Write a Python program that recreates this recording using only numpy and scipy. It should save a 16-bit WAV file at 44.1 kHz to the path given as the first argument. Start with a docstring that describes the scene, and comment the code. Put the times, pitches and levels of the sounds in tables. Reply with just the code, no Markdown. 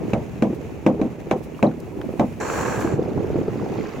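"""A small boat drifts on a choppy sea, low wind rumbling on the microphone.
From 0.1 s waves slap the hollow hull, which knocks, booms and rattles; droplets fall back.
At 2.4 s a whale blows alongside: a sudden rush of air with a hiss of spray.
Then trapped air pockets slop and gurgle against the boat, and tiny foam bubbles fizz."""
import sys
import numpy as np
from scipy import signal
from scipy.fft import rfft, irfft
from scipy.io import wavfile

SR = 44100
rng = np.random.default_rng(int(sys.argv[2]) if len(sys.argv) > 2 else 0)


def store_pcm(level_fs):
    """Save levels as 16-bit WAV."""
    pcm = np.round(np.clip(level_fs, -1, 1) * 32767).astype(np.int16)
    wavfile.write(sys.argv[1], SR, np.atleast_2d(pcm).T)


N = 176400
T = np.arange(N) / SR

# left-right correlation of noise: (frequency [Hz], correlation [0-1])
AMBIENT_CORRELATION = [(30, 0.42), (70, 0.88), (150, 0.69), (500, 0.97), (1500, 0.32), (7000, 0.41),
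                       (15000, 0.47)]
BLOW_CORRELATION = [(100, 0.3), (1600, 0.72), (3300, 0.4), (6300, 0.39), (8500, 1), (12000, 0.17)]
# wind and water spectra: (frequency [Hz], relative level [dB])
WIND_SPECTRUM = [(20, -30), (35, -40), (60, -6), (120, -4), (220, -7), (500, -34), (2000, -59)]
SEA_SPECTRUM = [(60, -1), (900, 2.5), (1400, -3), (2000, -1), (2550, 0.5), (3200, -10.5), (5000, -17.5),
                (6200, -12), (7100, -13), (8200, -23), (16000, -22.5)]
FOAM_SPECTRUM = [(200, 14), (1300, 2), (2600, -5), (3300, -12.5), (7000, -17.5), (7900, -36), (16000, -42)]
GURGLE_SPECTRUM = [(40, -13), (100, -1.5), (160, -3.5), (400, 1.5), (560, -6.5), (800, -11.5), (1200, -23),
                   (5000, -53.5), (16000, -75)]
SPRAY_SPECTRUM = [(3000, -4), (8500, -7.5), (16000, -8.5)]
# hull slap spectra: (frequency [Hz], relative level [dB])
CRACK_SPECTRUM = [(150, -16), (450, 8.5), (900, 0), (1500, -11), (2000, -10.5), (2500, -16.5),
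                  (3200, -18.5), (4800, -31), (6500, -26), (9000, -40.5), (16000, -45)]
RATTLE_SPECTRUM = [(70, -21), (150, -12), (330, -1), (550, 4.5), (760, -1.5), (1100, -12), (1450, -29),
                   (2500, -46), (16000, -76)]
# air jet spectra: (frequency [Hz], relative level [dB])
RUSH_SPECTRUM = [(80, -21), (300, 3), (500, 4.5), (680, -2), (860, 1.5), (1250, -3), (1430, -7), (1640, -1),
                 (1850, -11), (2250, -12.5), (2440, -12), (2750, -16), (3300, -26.5), (5000, -34),
                 (16000, -60)]
HISS_SPECTRUM = [(1500, -10), (3700, -22), (4120, -3.5), (4570, -4.5), (4900, -18), (5500, -4), (6100, 2),
                 (6600, -3), (7250, 6.5), (7500, -2), (7750, -2), (8200, -14), (16000, -23)]
# wind and water envelopes: (time [s], level [dB])
WIND_ENVELOPE = [(0, -35), (1, -38), (1.9, -41), (2.6, -33.5), (3.6, -34.5), (4, -45)]
SEA_ENVELOPE = [(0, -47), (.5, -47.5), (1.0, -49.5), (1.5, -48.5), (1.8, -52), (2.3, -47.5), (3.1, -49),
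                (4, -44.5)]
FOAM_ENVELOPE = [(0, -52.5), (2.3, -57.5), (3.0, -45.5), (3.5, -46), (3.85, -37.5), (4, -43)]
CHURN_ENVELOPE = [(0, -28.5), (.2, -27.5), (.27, -37.5), (.55, -33), (.8, -36.5), (1.0, -30), (1.15, -35),
                  (1.85, -35.5), (2.05, -29.5), (2.35, -38.5), (2.5, -36), (2.85, -26.5), (3.1, -25.5),
                  (3.8, -27), (3.9, -37.5), (4, -29.5)]
SPRAY_ENVELOPE = [(2.4, -63), (2.55, -45.5), (2.72, -52), (2.81, -45), (2.95, -64)]
# breaking crests: (peak time [s], Gaussian sigma [s], level [dB])
CRESTS = [(.552, 0.01, -55), (1.385, 0.012, -57), (1.442, 0.011, -51), (1.59, 0.028, -60),
          (2.25, 0.37, -59.5)]
# taps on the boat: (time [s], level [dB], centre [Hz])
BOAT_TAPS = [(1.801, -44, 6900), (2.015, -32.5, 1490)]
# falling droplets: (time [s], pitch [Hz], level [dB])
DROPLET_PLINKS = [(1.545, 2760, -38), (1.59, 1020, -29.5), (1.665, 3920, -40.5), (1.711, 1460, -36.5),
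                  (3.071, 2540, -36)]
# slops under the hull: (time [s], pitch [Hz], level [dB], rise to peak [cycles])
HULL_SLOPS = [(0.172, 227, -21, 1.3), (0.497, 200, -16.5, 1.35), (.528, 322, -16, 1.38),
              (.946, 500, -19.5, 0.8), (.9925, 405, -15, 2.8), (1.051, 197, -19, 0.95),
              (1.268, 390, -18, 1.06), (2.091, 437, -17.5, 0.84), (2.138, 330, -19, 0.7),
              (2.8459, 310, -8, 1.25), (2.933, 125, -13.5, 0.92), (2.990, 452, -13, 1.93),
              (3.076, 470, -23, 1.2), (3.176, 250, -11, 0.59), (3.206, 388, -18.5, 0.73),
              (3.243, 348, -18, 1.2), (3.3, 456, -18, 1.43), (3.355, 305, -13, 1.8), (3.385, 428, -17, 1.6),
              (3.411, 299, -11, 1.2), (3.479, 380, -12.5, 1.5), (3.556, 270, -20, 0.67),
              (3.663, 650, -17.5, 0.9)]
# hull and panel resonances: (frequency [Hz], relative level [dB], T60 [s])
HULL_MODES = [(133, -8.5, 0.34), (161.7, -8, 0.38), (201.6, 1, 0.23), (238.2, -4, 0.37), (321.7, -1, 0.25),
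              (389.4, -5, 0.11), (472, -9, 0.14), (525, -8.5, 0.25), (603, -8.5, 0.15), (655, -4.5, 0.15),
              (770, -14, 0.2), (1090, -19, 0.15)]
PANEL_MODES = [(1540, -30, 0.094), (2320, -18, 0.028), (2545, -16.5, 0.019), (2760, -25, 0.019),
               (3930, -32.5, 0.032)]
# wave slaps, relative levels:
# (time [s], thud pitch [Hz], thud [dB], boom [dB], rattle [dB], crack [dB], panel [dB])
WAVE_SLAPS = [(0.1334, 218, -5.5, -11, -9.5, -6.5, -3.5), (0.4225, 222, 0.5, -3, -7.5, -4.5, -13),
              (0.8637, 291, 2.5, 1.5, -2.5, -2, -6.5), (1.014, 281, -2, -5, -21.5, -12.5, -13),
              (1.3109, 379, -0.5, -6, -4, -2, -2.5), (1.6266, 255, 2.5, 1.5, 1, -3, -3),
              (2.195, 251, 0, -2, 0, -4.5, -8.5)]


def amp(db):
    return 10 ** (np.asarray(db) / 20)


def unit_rms(x):
    return x / np.sqrt(np.mean(x ** 2) + 1e-20)


def interp_log_hz(points, hz):
    point_hz, value = np.transpose(points)
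    return np.interp(np.log(hz + 1), np.log(point_hz + 1), value)


def level(envelope):
    return amp(np.interp(T, *np.transpose(envelope)))


def pan(left_minus_right_db):
    return amp(np.array([[1], [-1]]) * left_minus_right_db / 2)


def add(mix, start_s, sound):
    part = mix[:, max(round(start_s * SR), 0):][:, :sound.shape[-1]]
    part += sound[..., :part.shape[1]]


def coloured(x, spectrum):
    """Spectral shaping; rms 1."""
    hz = np.fft.rfftfreq(x.shape[-1], 1 / SR)
    return unit_rms(irfft(rfft(x) * amp(interp_log_hz(spectrum, hz)), x.shape[-1]))


def noise(spectrum, size=N, correlation=AMBIENT_CORRELATION, correlation_scale=1):
    """Partly correlated stereo noise; rms 1."""
    mid, side = rfft(rng.standard_normal((2, size)))
    alike = np.clip(correlation_scale * interp_log_hz(correlation, np.fft.rfftfreq(size, 1 / SR)), 0, 1)
    mid, side = mid * np.sqrt(1 + alike), side * np.sqrt(1 - alike)
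    return coloured(irfft([mid + side, mid - side], size), spectrum)


def flutter(rate_hz, depth_db):
    """Randomly wavering gain."""
    lowpass = 1 / (1 + (np.fft.rfftfreq(N, 1 / SR) / rate_hz) ** 4)
    drift = irfft(rfft(rng.standard_normal(N)) * lowpass, N)
    return amp(depth_db * unit_rms(drift))


def impulses(per_s, spread_db, width):
    """Random impulses of uneven size, scattered left and right."""
    size = amp(spread_db * np.minimum(rng.exponential(1, N), 4)) * rng.choice([-1, 1], N)
    size *= rng.random(N) < per_s / SR
    place = width * rng.uniform(-1.19, 1, N)
    return size * np.array([1 + place, 1 - place])


def patter(spectrum):
    """Dense tiny drops; rms 1."""
    return coloured(impulses(per_s=4500, spread_db=4.5, width=1), spectrum)


def click(spectrum, size=2048):
    """Minimum-phase impulse; energy 1."""
    log_gain = np.log(amp(interp_log_hz(spectrum, abs(np.fft.fftfreq(size, 1 / SR)))))
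    pulse = np.fft.ifft(np.exp(np.conj(signal.hilbert(log_gain)))).real
    return pulse / np.linalg.norm(pulse)


def swell(u):
    """Rise and decay; peak 1 at u = 1."""
    return u ** 2 * np.exp(2 * (1 - u))


def air_pocket(hz, peak_cycles, glide=0.041):
    """Envelope and tone of squeezed air: a few cycles, pitch rising slightly."""
    cycles = np.arange(0, 14 / hz, 1 / SR) * hz
    u = cycles / peak_cycles
    return swell(u), np.sin(2 * np.pi * cycles * (1 + glide * u / 2))


def ring(modes, t):
    """Decaying modes, phase slightly different per channel."""
    out = np.zeros((2, len(t)))
    for hz, db, t60_s in modes:
        start_cycles, offset_rad = rng.standard_normal(), 0.31 * rng.standard_normal((2, 1))
        out += amp(db - 60 * t / t60_s) * np.sin(2 * np.pi * (hz * t + start_cycles) + offset_rad)
    return out


def wind():
    """Lumpy rumble on the microphone."""
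    rumble = noise(WIND_SPECTRUM, correlation_scale=0.61)
    return rumble * flutter(rate_hz=17, depth_db=2) * level(WIND_ENVELOPE)


def sea(hiss_db=-68.5):
    """Chop washes and splashes over a faint even hiss."""
    wash = noise(SEA_SPECTRUM) * flutter(rate_hz=10, depth_db=1.3)
    splashes = patter(SEA_SPECTRUM) * flutter(rate_hz=28, depth_db=3.6)
    hiss = amp(hiss_db) * rng.standard_normal((2, N))
    return unit_rms(wash + 0.5 * splashes) * level(SEA_ENVELOPE) + hiss


def crest_fizz():
    """Small crests break and fizz briefly."""
    surge = sum(amp(db) * np.exp(-((T - peak_s) / sigma_s) ** 2 / 2) for peak_s, sigma_s, db in CRESTS)
    return surge * unit_rms(noise(SPRAY_SPECTRUM) + patter(SPRAY_SPECTRUM))


def foam(pops_per_s=2600, decay_cycles=4.8):
    """Tiny bubbles ring and burst, louder as the whale's wake arrives."""
    pops, pitches_hz = np.zeros((2, N)), np.geomspace(700, 8000, num=28)
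    for hz in pitches_hz:
        cycles = np.arange(1024) / SR * hz
        pop = np.exp(-cycles / decay_cycles) * np.sin(2 * np.pi * cycles) * hz
        onsets = impulses(pops_per_s / len(pitches_hz), spread_db=4, width=0.72)
        pops += signal.oaconvolve(onsets, pop[None], axes=1)[:, :N]
    bursts = coloured(impulses(per_s=480, spread_db=-2, width=1), FOAM_SPECTRUM)
    return unit_rms(coloured(pops, FOAM_SPECTRUM) + 0.51 * bursts) * level(FOAM_ENVELOPE) * pan(-1.5)


def taps(t60_s=0.025, fall_at_octave_db=8):
    """Short dry ticks on the boat, bright or dull."""
    out, t = np.zeros((2, N)), np.arange(2048) / SR
    grid_hz = np.geomspace(50, 20000, 30)
    for start_s, db, centre_hz in BOAT_TAPS:
        spectrum = [(hz, -fall_at_octave_db * np.log2(hz / centre_hz) ** 2) for hz in grid_hz]
        add(out, start_s, noise(spectrum, len(t)) * amp(db - 60 * t / t60_s))
    return out


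def plinks(rise_s=0.0011, t60_s=0.041, glide_per_s=2.4):
    """Each droplet traps a bubble that rings, wobbles and rises in pitch."""
    out, t = np.zeros((2, N)), np.arange(4096) / SR
    for start_s, hz, db in DROPLET_PLINKS:
        wobble = flutter(rate_hz=300, depth_db=4)[:len(t)]
        cycles = hz * t * (1 + glide_per_s * t / 2) + np.log(wobble) / np.pi
        envelope = amp(db - 60 * t / t60_s) * (1 - np.exp(-t / rise_s))
        add(out, start_s, envelope * wobble * np.sin(2 * np.pi * cycles))
    return out


def gurgle(pockets_per_s=420):
    """Many small air pockets; level follows the churning water."""
    pockets, pitches_hz = np.zeros((2, N)), np.geomspace(110, 1300, num=24)
    for hz in pitches_hz:
        envelope, tone = air_pocket(hz, peak_cycles=0.97)
        onsets = impulses(pockets_per_s / len(pitches_hz), spread_db=2.5, width=0.95)
        pockets += signal.oaconvolve(onsets, (envelope * tone)[None] * np.sqrt(hz), axes=1)[:, :N]
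    churn = coloured(pockets, GURGLE_SPECTRUM) + 0.44 * noise(GURGLE_SPECTRUM)
    return churn * level(CHURN_ENVELOPE) * pan(-2)


def slops():
    """Larger air pockets glug under the hull, each with a dull splash."""
    out = np.zeros((2, N))
    for start_s, hz, db, peak_cycles in HULL_SLOPS:
        envelope, tone = air_pocket(hz, peak_cycles)
        splash = noise(GURGLE_SPECTRUM, size=8192)[:, :len(tone)]
        add(out, start_s, amp(db) * envelope * (tone + 0.35 * splash))
    return out


def hull_slaps():
    """Each wave cracks, splatters and shoves a panel, which springs back; the hull booms and rattles."""
    thud_rise_s, thud_t60_s, boom_rise_s = 0.0047, 0.027, 0.0042
    rattle_rise_s, rattle_hold_s, rattle_t60_s = 0.0025, 0.03, 0.13
    crack_rise_s, crack_t60_s, click_delay_s = 0.0015, 0.11, 0.001242
    rebound_s, rebound_db, splatter_t60_s = 0.048, -7, 0.084
    out, t = np.zeros((2, N)), np.arange(SR // 2) / SR
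    drops = patter(SPRAY_SPECTRUM) + patter(FOAM_SPECTRUM)
    thud_shape = (1 - np.exp(-t / thud_rise_s)) * amp(-60 * t / thud_t60_s)
    rattle_decay = amp(-60 * np.maximum(t - rattle_hold_s, 0) / rattle_t60_s)
    rattle_shape = np.minimum(t / rattle_rise_s, 1) * rattle_decay
    attack = np.minimum(t / crack_rise_s, 1)
    crack_shape = swell(t / crack_rise_s) + attack * amp(-0.5 - 60 * t / crack_t60_s)
    for start_s, thud_hz, thud_db, boom_db, rattle_db, crack_db, panel_db in WAVE_SLAPS:
        thud = np.sin(2 * np.pi * thud_hz * t) * thud_shape * amp(thud_db + 5)
        boom = ring(HULL_MODES, t) * (1 - np.exp(-t / boom_rise_s)) * amp(boom_db - 13.5)
        rattle = noise(RATTLE_SPECTRUM, len(t)) * rattle_shape * amp(rattle_db - 17.5)
        crack = noise(CRACK_SPECTRUM, len(t)) * crack_shape * amp(crack_db - 15.5)
        panel = ring(PANEL_MODES, t) * attack * amp(panel_db)
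        splatter_gain = amp(crack_db - 48 - 60 * t / splatter_t60_s)
        splatter = drops[:, round(start_s * SR):][:, :len(t)] * splatter_gain
        add(out, start_s, thud + boom + rattle + crack + panel + splatter)
        add(out, start_s + click_delay_s, -click(CRACK_SPECTRUM) * amp(crack_db - 4.5))
        add(out, start_s + rebound_s, thud * amp(rebound_db))
    return out


def whale_blow(start_s=2.401, attack_s=0.0008, peak_s=0.2, length_s=0.53, release_s=0.042):
    """Blowholes snap open; the wet jet swells, sputters, sags and stops. Spray spurts twice."""
    rush_db, rush_sag_db = -25.5, 10
    hiss_db, hiss_sag_db, hiss_fall_db_per_s = -38.5, 6.5, 9
    t = T - start_s
    gate = np.clip(t / attack_s, 0, 1) * np.exp(-np.maximum(t - length_s, 0) / release_s)
    sag = np.minimum(((t - peak_s) / (length_s - peak_s)) ** 2, 2)
    rush_gain = amp(rush_db - rush_sag_db * sag)
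    hiss_gain = amp(hiss_db - hiss_sag_db * sag - hiss_fall_db_per_s * t)
    rush = noise(RUSH_SPECTRUM, correlation=BLOW_CORRELATION) * rush_gain * pan(-1.5)
    hiss = noise(HISS_SPECTRUM, correlation=BLOW_CORRELATION) * hiss_gain * pan(-1.2)
    spray = noise(SPRAY_SPECTRUM, correlation=BLOW_CORRELATION) * level(SPRAY_ENVELOPE) * pan(6.5)
    sputter = flutter(rate_hz=90, depth_db=2.05)
    return gate * (rush * sputter + (hiss + spray) * flutter(rate_hz=25, depth_db=1.2))


def scene():
    at_boat = hull_slaps() + slops() + gurgle() + plinks() + taps()
    background = wind() + sea() + crest_fizz() + foam()
    return background + at_boat + whale_blow()


def record(dry, cutoff_hz=16100):
    """Soft clip at full scale, then low-pass."""
    rounded = dry / (1 + dry ** 4) ** (1 / 4)
    lowpass = signal.firwin(511, cutoff_hz, window=("kaiser", 9), fs=SR)
    return signal.oaconvolve(rounded, lowpass[None], "same")


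dry = scene()
out = record(dry)
store_pcm(out)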